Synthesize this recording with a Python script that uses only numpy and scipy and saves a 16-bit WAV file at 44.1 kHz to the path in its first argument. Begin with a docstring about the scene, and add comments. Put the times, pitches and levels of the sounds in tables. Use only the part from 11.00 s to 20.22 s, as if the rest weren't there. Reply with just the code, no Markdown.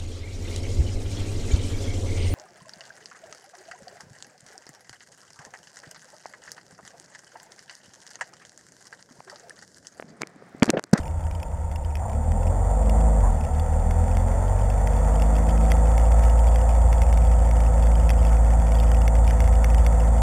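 """A four-cylinder car idles, pulls away, shifts up and cruises on a wet road, heard from its hood.
The engine booms through the body and its valves clatter. The road rumbles, the tyres hiss,
and drizzle ticks on the camera's case. The camera samples coarsely, which mirrors everything
into a thin sizzle in the treble."""
import sys
import numpy as np
from scipy import signal
from scipy.fft import rfft, irfft, next_fast_len
from scipy.io import wavfile
from scipy.ndimage import map_coordinates

SR = 44100
rng = np.random.default_rng(int(sys.argv[2]) if len(sys.argv) > 2 else 0)


def master_out(mix):
    """Clip the mix to full scale and print it as 16-bit PCM to the path in sys.argv[1]."""
    frames = np.transpose(np.atleast_2d(mix))
    ceiling = np.clip(frames, -1, 1)
    pcm = np.round(ceiling * 32767).astype(np.int16)
    wavfile.write(sys.argv[1], SR, pcm)


N = 406602


def amp(db):
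    """Turn decibels into gain."""
    return 10 ** (np.asarray(db) / 20)


def curves(rows):
    """Join rows that start with a time into one curve for each other column."""
    s, *columns = np.transpose(rows)
    return [np.interp(np.arange(N) / SR, s, column) for column in columns]


def along(points, hz):
    """Read between (Hz, value) points on a log pitch axis."""
    pitches, values = np.transpose(points)
    return np.interp(np.log(hz + 1), np.log(pitches), values)


def bell(s, width):
    """A smooth swell of height 1 around time s."""
    return np.exp(-((np.arange(N) / SR - s) / width) ** 2)


def wobble(rate, step=64):
    """A smooth curve through `rate` random values a second."""
    coarse = np.arange(0, N + step, step)
    smooth = map_coordinates(rng.standard_normal(int(N * rate / SR) + 4), [coarse * rate / SR])
    return np.interp(np.arange(N), coarse, smooth)


def filtered(x, response):
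    """Scale each frequency in x by response(hz)."""
    size = next_fast_len(N + SR // 2)
    return irfft(rfft(x, size) * response(np.fft.rfftfreq(size, 1 / SR)), size)[:N]


def coloured(x, spectrum, size=16384):
    """Shape x with (Hz, dB) points and scale it to rms 1."""
    cepstrum = irfft(np.log(amp(along(spectrum, np.fft.rfftfreq(size, 1 / SR)))))
    # folding this in half makes the filter ring only after each hit
    cepstrum[1:size // 2] *= 2
    cepstrum[size // 2 + 1:] = 0
    ring = irfft(np.exp(rfft(cepstrum)))
    shaped = signal.fftconvolve(x, ring)[:N]
    return shaped / np.sqrt(np.mean(shaped ** 2) + 1e-20)


def noise(spectrum):
    """Noise shaped by (Hz, dB) points, at rms 1."""
    return coloured(rng.standard_normal(N), spectrum)


# Idle, first gear, upshift, second gear, cruise. Each row: time in seconds, firings per second.
REVS = [(0, 27.8), (0.96, 27.8), (1.2, 37.9), (1.42, 42.6), (1.8, 51.3), (2.05, 54.1), (2.19, 50.6),
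        (2.32, 40.4), (2.45, 36), (2.6, 38.6), (3, 41.6), (3.5, 46.7), (4.2, 52), (5, 55.8), (5.7, 56.7),
        (7, 55.3), (9.22, 55.5)]
def engine():
    """The cylinders fire in turn: give the firing rate and the count of firings so far."""
    firing_hz, = curves(REVS)
    return firing_hz, np.cumsum(firing_hz) / SR


def overtones(firing_hz, firings, multiples, spectrum, waver_db, drift):
    """Multiples of the firing rate, near rms 1; each swells as it glides through a resonance."""
    tone, power = np.zeros(N), np.zeros(N)
    for k in multiples:
        gain = amp(along(spectrum, k * firing_hz))
        sway = wobble(7)
        phase = 2 * np.pi * (k * firings + rng.random()) + drift * sway[::-1]
        tone += gain * amp(waver_db * sway) * np.sin(phase)
        power += gain ** 2
    return tone * np.sqrt(2 / power)


# How the car's body resonates. Each row: firings per second, then boom, octave and drone in dB.
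BODY_LEVELS = [(27.8, -41, -36, -43.5), (33.4, -46, -38, -41.5), (36, -31, -27, -37), (38.6, -30, -23, -37),
               (39.8, -22, -23, -35.5), (42, -22, -23.5, -34), (48.2, -21, -26, -37), (51, -18, -39, -32),
               (54, -17.3, -38, -29), (55.4, -15.7, -34.5, -33), (56.6, -15.6, -39, -36.8)]
def body(firing_hz):
    """Boom, octave and drone in dB: they swell and fade as the revs pass the body's resonances."""
    rates, *levels = np.transpose(BODY_LEVELS)
    return [np.interp(firing_hz, rates, level) for level in levels]


# How the body panels pass the engine's overtones. Each row: pitch in Hz, relative level in dB.
PANEL_TONE = [(80, -12), (120, -2), (138, -4), (163, 0), (185, -10), (210, -2), (225, -9), (260, -8),
              (280, -14), (300, -18), (322, -12), (335, -20), (400, -25)]
def hum(firing_hz, firings, uneven_db=-15, lurch_db=6, lurch_s=0.058):
    """A deep boom that lurches at each shift, its octave, and the drone of the panels."""
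    boom_db, octave_db, drone_db = body(firing_hz)
    lurch = lurch_db * sum(bell(s, lurch_s) for s, _, _ in JOLTS)
    phase = 2 * np.pi * firings
    boom = amp(boom_db + lurch + .75 * wobble(9)) * np.sin(phase)
    octave = amp(octave_db) * np.sin(2 * phase)
    drone = amp(-1) * overtones(firing_hz, firings, np.arange(3, 8), PANEL_TONE, waver_db=1.3, drift=.1)
    # unequal cylinders add tones halfway between the overtones
    uneven = overtones(firing_hz, firings, np.arange(3, 6) + .5, PANEL_TONE, waver_db=2, drift=.3)
    return np.sqrt(2) * (boom + octave) + amp(drone_db) * (drone + amp(uneven_db) * uneven)


# The shaking at idle, gone as the car pulls away. Each row: time in seconds, level in dB.
IDLE_LEVEL = [(0, -30), (.5, -33), (.9, -31), (1.05, -32), (1.25, -45), (1.6, -80)]
def idle(firings, fan_hz=75.4, whine_hz=918, throb_db=-1, whine_db=-18, air_db=-21):
    """The engine throbs against the cooling fan, the fan's air rushes and an accessory whines."""
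    level_db, = curves(IDLE_LEVEL)
    t = np.arange(N) / SR
    fan = np.sin(2 * np.pi * fan_hz * t + .4 * wobble(6))
    shake = np.sin(2 * np.pi * 3 * firings)  # close to the fan's pitch, so the two beat
    pulsing = 1 + np.cos(2 * np.pi * firings)
    whine = np.sin(2 * np.pi * whine_hz * t + wobble(9.1)) * pulsing
    tones = np.sqrt(2) * (amp(throb_db) * (fan + shake) + amp(whine_db) * whine)
    air = noise([(180, -10), (290, 5), (440, -4), (700, -18), (1500, -38)])
    return amp(level_db) * (tones + amp(air_db) * air)


def growl(firing_hz, growl_db=-6, easing_db=-10):
    """Uneven combustion shakes the panels as the engine labours at low revs, and eases as it speeds up."""
    _, _, drone_db = body(firing_hz)
    pulling = np.clip((firing_hz - 24) / 10, 0, 1)
    easing = np.clip((firing_hz - 42) / 12, 0, 1)
    shaking = noise([(100, -33.5), (150, -6), (185, -10), (215, 13),
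                     (255, 2.5), (295, -6.5), (350, -12.5), (500, -36)])
    return pulling * amp(drone_db + growl_db + easing_db * easing) * shaking


# The accelerator is pressed, held, then eased. Each row: time in seconds, throttle from 0 to 1.
PEDAL = [(0.97, 0), (1.4, 0.82), (5.6, 0.9), (6.2, 0.5)]
def effort(firing_hz, base_db=-38.5, idle_hz=27.8, db_per_doubling=3.5, throttle_db=4.5):
    """The engine bay's level in dB, which rises with the revs and the throttle."""
    throttle, = curves(PEDAL)
    return base_db + db_per_doubling * np.log2(firing_hz / idle_hz) + throttle_db * throttle


# How the engine bay colours the clatter. Each row: pitch in Hz, relative level in dB.
BAY_TONE = [(200, -13), (300, -22), (360, -21), (460, -6), (505, 1.5), (550, 0.5), (590, -1), (675, 0),
            (705, -3), (755, 1.5), (830, -4.5), (905, -0.5), (1000, -10), (1150, -18.5), (1600, -44)]
def clatter(firing_hz, firings, gain_db=-4.7, throb=0.039, taps_per_firing=16, cylinders=4, slip_s=5e-5):
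    """Valve taps repeat with every turn of the cam, over a rasp that pulses with the firings."""
    count = cylinders * taps_per_firing
    places = (np.arange(count) + rng.random(count)) / taps_per_firing  # in firings
    sizes = rng.choice([-1, 1], count) * amp(2 * rng.standard_normal(count))
    turns = np.arange(int(firings[-1] / cylinders) + 1)[:, None]
    # each tap's timing and force vary a little from turn to turn
    slip, force_db = rng.standard_normal((len(turns), 2, count)).transpose(1, 0, 2)
    at = np.interp(cylinders * turns + places, firings, np.arange(N), right=2 * N)
    at = np.abs(at + slip_s * SR * slip).astype(int)
    taps = np.bincount(at.ravel(), (sizes * amp(force_db)).ravel(), N)[:N]
    pulsing = 1 + throb * (np.cos(2 * np.pi * firings) + np.cos(np.pi * firings)) / 2
    rasp = coloured(rng.standard_normal(N) * pulsing, BAY_TONE)
    return amp(effort(firing_hz) + gain_db) * (coloured(taps * pulsing, BAY_TONE) + rasp)


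# How fast the car rolls. Each row: time in seconds, share of the cruising speed.
ROAD_SPEED = [(0, .38), (.85, .36), (2, .8), (2.5, .7), (4.2, 1.05), (5.2, 1.05), (6, .88), (7, 1)]
def pace():
    """Road speed in doublings: 0 at the cruise, -1 at half that speed."""
    speed, = curves(ROAD_SPEED)
    return np.log2(speed)


# The colour of the road's rumble. Each row: pitch in Hz, relative level in dB.
RUMBLE_TONE = [(10, -39), (18, -24), (27, -14), (42, -5.5), (60, -11.5), (74, 4), (85, 0.5), (100, -11),
               (125, -18.5), (155, -14.5), (190, -27), (240, -29), (340, -42), (600, -54.5)]
# Rough stretches of road. Each row: middle in seconds, rise in dB, half-width in seconds.
ROUGH_ROAD = [(6.1, 5.5, 0.32), (8.803, 0.5, .25)]
def rumble(cruise_db=-27.5, db_per_doubling=2.5, lumps_db=0.7):
    """The uneven road shakes the hood, harder with speed."""
    rough_db = sum(db * bell(s, width) for s, db, width in ROUGH_ROAD)
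    level_db = cruise_db + db_per_doubling * pace() + rough_db - lumps_db * wobble(5.3)
    return amp(level_db) * noise(RUMBLE_TONE)


# The colour of the wet tyres. Each row: pitch in Hz, relative level in dB.
TYRE_TONE = [(300, -4), (700, 1.5), (1080, 1.5), (1220, 3), (1300, 8.5), (1450, 3.5), (1580, -1.5),
             (1900, 2.5), (2300, -8), (2700, -10.5), (3100, -18), (3500, -6.5), (4000, -25)]
def tyres(base_db=-42.5, db_per_doubling=6.5, spray_hz=2000, spray_db=-1.5):
    """The tyres hiss through a film of water, louder and brighter with speed."""
    doublings = pace()
    hiss = noise(TYRE_TONE)
    roar = filtered(hiss, lambda hz: 1 / (1 + (hz / spray_hz) ** 6))
    spray = amp(spray_db + doublings) * (hiss - roar)  # 1 dB brighter per doubling
    return amp(base_db + db_per_doubling * doublings + wobble(25)) * (roar + spray)


# How the case rings. Each row: multiple of the drop's pitch, level in dB, seconds to fade by 60 dB.
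CASE_RINGS = [(.9, -1, 0.0043), (1.067, -4.5, 0.013), (1.28, -4.5, 0.0054), (1.7, -9, 0.0098)]
def drop(pitch_hz, splash_db=-19, splash_s=.022, attack_s=0.00023):
    """One drop briefly rings the case and makes a little splash, scaled to peak 1."""
    t = np.arange(SR // 40) / SR
    ring = sum(amp(db + rng.normal(0, 1.6) - 60 * t / fade_s) * np.sin(2 * np.pi * ratio * pitch_hz * t)
               for ratio, db, fade_s in CASE_RINGS)
    splash = rng.standard_normal(len(t)) * amp(splash_db - 60 * t / splash_s)
    tick = (ring + splash) * (1 - np.exp(-t / attack_s))
    return tick / np.abs(tick).max()


# Big raindrops on the case. Each row: start in seconds, relative level in dB, pitch in Hz.
BIG_DROPS = [(0.0712, -43.5, 1980), (0.312, -35, 2220), (0.4304, -32.5, 2400), (0.7595, -32, 2580),
             (0.9545, -28, 2340), (1.3194, -31.5, 1780), (1.4691, -36, 2330), (1.8965, -29, 2620),
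             (2.9098, -29, 1990), (3.1702, -27, 2000), (3.8733, -25, 1830), (4.2213, -27, 2600),
             (4.4896, -31, 1900), (4.7185, -17.5, 1900), (4.9792, -26.5, 2020), (5.1198, -29.5, 1930),
             (5.559, -25, 1870), (5.9288, -24.5, 2000), (6.0187, -25, 2020), (6.1275, -28, 2040),
             (6.1744, -28, 2080), (6.5121, -28.5, 2050), (6.604, -31, 2100), (7.0932, -24, 2390),
             (7.1037, -20.5, 1900), (7.7208, -26.5, 2120), (7.8002, -28, 3350), (7.9169, -26.5, 1750),
             (8.079, -21, 2020), (8.1539, -28.5, 1890), (8.2778, -26, 2210), (8.309, -23.5, 1740),
             (8.4043, -24, 1980), (8.4764, -29, 1940), (8.6443, -19.5, 2000), (8.746, -25.5, 1830),
             (8.8646, -22, 2020)]
# The drizzle thins, then thickens. Each row: time in seconds, relative number of fine drops.
RAIN_DENSITY = [(0, 1.4), (.7, .6), (2, .45), (3.5, .4), (4.2, 1), (6.2, 1.3), (9.22, 1.2)]
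def drizzle(big_gain_db=4, fine_db=-35.5, db_per_doubling=4, fine_hz=2400, count=400):
    """Big drops, and a random patter of fine ones that hit harder as the car gathers speed."""
    density, = curves(RAIN_DENSITY)
    odds = density * amp(2 * wobble(14))
    at = np.searchsorted(np.cumsum(odds) / odds.sum(), rng.random(count)).clip(0, N - 1)
    size_db = np.minimum(5 * rng.standard_normal(count), 8)
    pitch_hz = fine_hz * np.exp(0.238 * rng.standard_normal(count))
    fine = np.transpose([at / SR, fine_db + db_per_doubling * pace()[at] + size_db, pitch_hz])
    big = [(s, db + big_gain_db, hz) for s, db, hz in BIG_DROPS]
    out = np.zeros(N + SR)
    for s, db, hz in big + list(fine):
        tick = amp(db) * drop(hz)
        out[round(s * SR):][:len(tick)] += tick
    return out[:N]


# The engine bay's resonances. Each row: pitch in Hz, relative level in dB.
BAY_RESONANCES = [(350, -17), (440, -6), (503, -1), (550, -2.5), (595, -10), (668, 1), (708, -6),
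                  (755, 3.5), (825, -9), (898, -3), (1000, -15), (1150, -14), (1220, -27), (1295, -8.5),
                  (1450, -49)]
def sing(firing_hz, firings, gain_db=-3.5):
    """Above idle, the engine's high overtones sing in the bay's resonances."""
    fade_in = np.clip((firing_hz - 28) / 12, 0, 1)
    song = overtones(firing_hz, firings, np.arange(9, 25), BAY_RESONANCES, waver_db=2, drift=.32)
    return fade_in * amp(effort(firing_hz) + gain_db) * song


# The drive takes up, then shifts up. Each row: middle in seconds, level in dB, half-width in seconds.
JOLTS = [(1.062, -36.5, 0.073), (2.256, -28, 0.03)]
def shift_rattle():
    """Each jolt of the drive briefly rattles the engine bay."""
    swell = sum(amp(db) * bell(s, width) for s, db, width in JOLTS)
    return swell * noise([(450, -25), (650, 1), (760, 3.5), (900, 1),
                          (1080, -1.5), (1250, -19), (1800, -18), (3000, -46)])


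def scene():
    """Engine, road and rain at one microphone."""
    firing_hz, firings = engine()
    motor = hum(firing_hz, firings) + sing(firing_hz, firings) + idle(firings)
    machinery = growl(firing_hz) + clatter(firing_hz, firings) + shift_rattle()
    return (motor + machinery + rumble() + tyres() + drizzle())[None]


# How the camera passes the treble. Each row: pitch in Hz, gain in dB.
CAMERA_TREBLE = [(5000, 0), (8000, 0.5), (10500, 1), (13800, -0.5), (14800, -5.5), (15400, -9.5)]
def record(dry, edge_hz=3620, hold_hz=8000, top_hz=15600):
    """The camera samples slowly and holds each value, mirroring the sound around multiples of its rate."""
    narrow = filtered(dry[0], lambda hz: 1 / np.sqrt(1 + (hz / edge_hz) ** 40))
    clock = 2 * np.pi * hold_hz * np.arange(N) / SR
    mirrored = narrow * (1 + 2 * np.cos(clock) + 2 * np.cos(2 * clock))
    held = filtered(mirrored,
                    lambda hz: np.sinc(hz / hold_hz) * amp(along(CAMERA_TREBLE, hz)) * (hz < top_hz))
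    return held[None]


dry = scene()
out = record(dry)
master_out(out)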